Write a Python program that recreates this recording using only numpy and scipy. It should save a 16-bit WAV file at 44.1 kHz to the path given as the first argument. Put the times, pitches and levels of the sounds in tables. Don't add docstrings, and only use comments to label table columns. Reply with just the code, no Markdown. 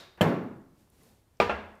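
import sys
import numpy as np
from scipy import signal
from scipy.io import wavfile
from scipy.ndimage import uniform_filter1d

SR = 44100
rng = np.random.default_rng(int(sys.argv[2]) if len(sys.argv) > 2 else 0)


def dump(signal):
    limited = np.clip(np.atleast_2d(signal).T, -1, 1)
    pcm = np.round(limited * 32767).astype(np.int16)
    wavfile.write(sys.argv[1], SR, pcm)


def level_to_linear(level):
    exponent = np.asarray(level, float) / 20
    return 10 ** exponent


N = 79380

BENCH_LOW_HZ, FLOOR_LOW_HZ = 95, 330


def rms_one(x):
    return x / np.sqrt(np.mean(x ** 2) + 1e-20)


def at_hz(points, hz):
    curve_hz, value = np.transpose(points)
    return np.interp(np.log(hz), np.log(curve_hz), value)


def ring(clicks, hz, t60):
    radius = level_to_linear(-60 / (t60 * SR))
    angle = 2 * np.pi * hz / SR
    return signal.lfilter([0, np.sin(angle)], [1, -2 * radius * np.cos(angle), radius ** 2], clicks + 1e-18)


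def highpass(x, low_hz):
    return signal.sosfilt(signal.butter(2, low_hz, "high", fs=SR, output="sos"), x)


def struck(contacts, modes, low_hz):
    out = np.zeros(N)
    for s, db, cut_hz, sign in contacts:
        spread_db = rng.normal(0, 2, 14) * (db < -4)
        soft = np.exp(-2 * np.pi * cut_hz / SR)
        for (hz, mode_db, t60, *delay), own_db in zip(modes, spread_db):
            i = int((s + sum(delay)) * SR)
            click = np.zeros(min(N - i, int(1.5 * t60 * SR)))
            click[0] = np.sign(sign) * level_to_linear(db + mode_db + own_db)
            pulse = signal.lfilter([(1 - soft) ** 2], [1, -2 * soft, soft ** 2], click)
            out[i:i + len(click)] += ring(pulse, hz, t60)
    return highpass(out + 1e-18, low_hz)


def bands():
    edges = 22 * 2 ** np.arange(0, 9.7, 1 / 3)
    white = rng.standard_normal((2, N))
    bank = []
    for k, (low, high) in enumerate(zip(edges, edges[1:])):
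        band = signal.butter(2, [low, high], "band", fs=SR, output="sos")
        bank.append((np.sqrt(low * high), signal.sosfilt(band, white[k % 2])))
    return bank


def coloured(spectrum, bank, shape):
    gains = [level_to_linear(at_hz(spectrum, hz)) for hz, _ in bank]
    total = np.sqrt(sum(g * g * np.mean(x ** 2) for g, (_, x) in zip(gains, bank)))
    return sum(g * x * shape(hz) for g, (hz, x) in zip(gains, bank)) / total


def floor_knock():
    # start in seconds, level in dB, contact cutoff in Hz, direction as a sign.
    knocks = [
        (1.4004, -13, 5000, 1),
        (1.4012, -4, 5000, -1),
        (1.4019, -3, 7000, 1),
        (1.4248, -14, 4000, 1),
    ]
    # frequency in Hz, level in dB, t60 in seconds, optional delay in seconds.
    floor_modes = [(474.8, -22.5, 0.21), (672, -11, 0.019), (2100, -50, 0.035), (818, -28.5, 0.14),
                   (975.5, -26, 0.296, .012), (1186, -29.5, 0.11), (1200, -22, 0.15), (1400, -49, 0.29),
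                   (1200, -20.5, 0.23), (2396, -11, 0.013), (2500, -26.5, 0.04), (3647, -30.5, 0.025),
                   (4850, -45.5, 0.24), (412.5, -28, 0.45, .01)]
    return struck(knocks, floor_modes, FLOOR_LOW_HZ)


def floor_rebound():
    # start in seconds, level in dB, contact cutoff in Hz, direction as a sign.
    bounces = [
        (1.4950, -16, 4000, 1),
        (1.4956, -3, 3000, -1),
        (1.4963, -3, 3500, 1),
        (1.4971, -4, 2500, -1),
        (1.5255, -8, 2000, 1),
    ]
    # frequency in Hz, level in dB, t60 in seconds.
    rebound_modes = [(474, -28.5, 0.16), (618, -28.5, 0.031), (698, -41.5, 0.45), (834, -32.5, 0.093),
                     (1300, -28, 0.015), (1386, -22.5, 0.1), (1632, -35.5, 0.47), (2500, -22.5, 0.013),
                     (2700, -32, 0.15), (3730, -36, .008)]
    return struck(bounces, rebound_modes, FLOOR_LOW_HZ)


def floor_crack():
    # start in seconds, level in dB, contact cutoff in Hz, direction as a sign.
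    cracks = [
        (1.4015, 0, 8000, 1),
        (1.4960, -9, 2200, 1),
    ]
    # frequency in Hz, level in dB, t60 in seconds.
    crack_modes = [(1450, -14, .009), (4050, -22.5, .007), (4900, -29, .005), (204, -39, .75),
                   (213, -39, .75), (790, -22, .03), (555, -20, .06), (694, -36, .45)]
    return struck(cracks, crack_modes, BENCH_LOW_HZ)


def ball_ring():
    # frequency in Hz, level in dB, t60 in seconds.
    ball_modes = [(15500, -54, .22), (15506, -57, .35)]
    return struck([(1.403, 0, 20000, 1)], ball_modes, 1000)


def bench_thud():
    # start in seconds, level in dB, contact cutoff in Hz, direction as a sign.
    thuds = [
        (.2094, 0, 8000, 1),
        (.2191, -9, 1500, 1),
        (.2230, -4.5, 1800, 1),
        (.2292, -8, 1200, 1),
    ]
    # frequency in Hz, level in dB, t60 in
    # seconds, delay in seconds.
    body_modes = [(600, -7, .013, 0), (300, -18, .012, 0),
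                  (276, -28.5, .3, 0.01147), (560, -22, 0.044, .004), (484, -28.5, 0.041, .006),
                   (870, -28.5, 0.039, 0.0024), (1302, -32.5, 0.065, .002), (1700, -25.5, .06, 0.0048),
                   (2102, -33.5, 0.074, .006), (4350, -46.5, 0.067, 0.0056), (11500, -46, 0.059, 0.02),
                   (110, -25.5, 0.22, .012)]
    top_modes = [(178, -9.5, .055, .0041), (2900, -18, .010, .0012), (3020, -18.5, .017, .0042),
                 (3230, -18.5, .014, .0046), (7420, -30, .025, .004), (602, -19, .06, .0033),
                 (3080, -24, .012, .0105), (2650, -27, .01, .020), (166, -19, .12, .052)]
    body = struck(thuds, body_modes, BENCH_LOW_HZ)
    return body + struck(thuds[:1], top_modes, BENCH_LOW_HZ)


def early_echoes():
    # arrival in seconds, level in dB, cutoff in Hz, direction as a sign.
    reflections = [(1.4055, -8, 4000, 1), (1.4095, -9, 5000, 1), (1.4125, -12, 2500, 1),
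                   (1.4150, -7, 6000, -1), (1.4212, -4.5, 5000, 1), (1.4252, -8.5, 5000, 1),
                   (1.4282, -13, 4000, 1), (1.4312, -14, 5000, 1), (1.4372, -10, 2500, 1),
                   (1.4485, -13, 4000, 1), (1.5000, -9, 3000, 1), (1.5045, -11, 4000, 1),
                   (1.5112, -15, 5000, 1), (1.5150, -11, 3500, 1), (1.5253, -21, 2500, 1)]
    # frequency in Hz, level in dB, t60 in seconds.
    echo_modes = [(685, -14.5, 0.0066), (1390, -16, 0.0043), (2370, -19.5, 0.0073), (3850, -30, .005),
                  (4650, -45, 0.0055)]
    return struck(reflections, echo_modes, FLOOR_LOW_HZ)


def tails():
    # start in seconds, late level in dB, early level in dB, early t60 in seconds,
    # early tilt in dB per octave.
    room_tails = [
        (-.02, -47.5, -50.5, 0.13, -7.5),
        (0.174, -58, -41.5, 0.13, -5.5),
        (0.209, -16.5, -23.5, 0.051, 6),
        (1.4005, -26.5, -16, 0.072, -2),
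        (1.4956, -33, -23, 0.086, -0.7),
    ]
    # frequency in Hz, spectral density in dB.
    clack_colour = [(47, -55.5), (80, -18.5), (109, -13), (253, -14.5), (361, -9.5), (1670, -12.5),
                    (2900, -16), (3790, -12.5), (16000, -37.5)]
    tick_colour = [(150, -11.5), (900, -2), (1600, 1), (2900, -10.5), (4200, -22.5), (9000, -46)]
    thud_colour = [(25, -26.5), (65, -22.5), (115, -5), (280, -1.5), (750, -13.5), (2000, -24),
                   (5000, -44.5), (16000, -55.5)]
    knock_colour = [(85, -1), (140, -24.5), (200, -8.5), (290, -11.5), (480, -7), (2430, -14.5),
                    (5500, -32.5), (15000, -53)]
    bounce_colour = [(30, -46), (81, 4), (140, -56), (200, -14), (600, -4), (2700, -15.5), (5500, -43.5),
                     (15000, -79)]
    # frequency in Hz, t60 in seconds.
    room_decay = [(60, 0.53), (200, 0.88), (500, 0.68), (1200, 0.76), (2500, 0.6), (5000, 0.56),
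                  (9000, 0.32), (15000, 0.67)]
    stretches = [0.87, 0.84, 0.91, 0.82, 0.99]
    # rise in seconds, extra rise in cycles.
    builds = [(.002, 2), (.004, 2), (.004, 11), (.003, 3), (.004, 3)]
    colours = [clack_colour, tick_colour, thud_colour, knock_colour, bounce_colour]
    out, bank = np.zeros(N), bands()
    for tail, colour, stretch, (rise_s, cycles) in zip(room_tails, colours, stretches, builds):
        s, late_db, early_db, early_t60, tilt_db = tail
        i = max(int(s * SR), 0)
        t = np.arange(i, min(N, i + SR)) / SR - s
        first = rng.integers(4000, N - SR)
        part = [(hz, x[first:first + len(t)]) for hz, x in bank]

        def decay(hz):
            build = 1 - np.exp(-t / (rise_s + cycles / hz))
            late = level_to_linear(late_db - 60 * t / stretch / at_hz(room_decay, hz))
            early = level_to_linear(early_db + tilt_db * np.log2(hz / 500) - 60 * t / early_t60)
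            return build * (late + early)

        out[i:i + len(t)] += coloured(colour, part, decay)
    return out


def clack_lines():
    # frequency in Hz, level in dB, width in Hz.
    resonances = [(371, -61, 15), (1658, -67, 15), (2213, -67, 30), (3670, -60.5, 70), (3810, -60.5, 110),
                  (4650, -68, 150)]
    lines = np.zeros(N)
    for hz, db, width in resonances:
        lines += level_to_linear(db) * rms_one(ring(rng.standard_normal(N), hz, 2.2 / width))
    t60_s = 0.66
    return lines * level_to_linear(-60 * np.arange(N) / SR / t60_s)


def coat():
    # time in seconds, level in dB.
    motion = [
        (0.74, -82),
        (0.806, -71.5),
        (0.88, -79.5),
        (0.9, -91),
        (0.908, -80),
        (0.93, -72),
        (1.048, -66),
        (1.096, -66.5),
        (1.24, -82),
    ]
    # frequency in Hz, spectral density in dB.
    cloth_colour = [(88, -34), (150, 3), (985, -13), (1220, -17.5), (1640, -18), (11900, -22.5),
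                    (16300, -26)]
    s, db = np.transpose(motion)
    times = np.r_[s[0] - .05, s, s[-1] + .05]
    level_db = np.interp(np.arange(N) / SR, times, np.r_[-110, db, -110])

    def grain(hz):
        return level_to_linear(0.9 * rms_one(uniform_filter1d(rng.standard_normal(N), size=300)))

    return level_to_linear(level_db + 5.5) * coloured(cloth_colour, bands(), grain)


def snaps():
    # start in seconds, peak level in dB, frequency in Hz, width in Hz.
    small_clicks = [(0.175, -60, 12000, 4000), (0.184, -52.5, 1400, 894), (0.437, -59, 13600, 3000),
                    (0.875, -61.5, 1000, 409), (0.9, -54, 11000, 6100), (1.012, -62.5, 2000, 150),
                    (1.033, -51, 10900, 5920), (1.149, -65.5, 7900, 7000), (1.371, -61, 5770, 1475),
                    (1.55, -68, 14000, 2920), (1.66, -64, 9300, 6030), (1.754, -61, 8500, 6000)]
    out = np.zeros(N)
    for s, db, hz, width in small_clicks:
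        burst = rng.standard_normal(400) * level_to_linear(-60 * np.arange(400) / SR / 0.013)
        snap = ring(burst, hz, 4.5 / width)
        i = int(s * SR)
        out[i:i + 400] += level_to_linear(db) * snap / np.abs(snap).max()
    return out


def ventilation():
    # frequency in Hz, spectral density in dB.
    air_colour = [(12, -54), (20, -7.5), (53, -8.5), (91, -7), (312, -20.5), (881, -26.5), (2280, -36),
                  (6820, -38.5), (16300, -41)]
    return level_to_linear(-65.5) * coloured(air_colour, bands(), lambda hz: 1)


def scene():
    impacts = floor_knock() + floor_rebound() + floor_crack() + ball_ring() + bench_thud()
    room = early_echoes() + tails() + clack_lines()
    background = coat() + snaps() + ventilation()
    return (impacts + room + background)[None]


def roll_off(x):
    return signal.sosfilt(signal.butter(12, 16410, fs=SR, output="sos"), x)


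def record(dry):
    top_hz, mic_low_hz = 16650, 18
    mix = signal.sosfilt(signal.cheby2(12, 70, top_hz, fs=SR, output="sos"), dry)
    mix = highpass(mix, mic_low_hz)
    return roll_off(mix)


dry = scene()
out = record(dry)
dump(out)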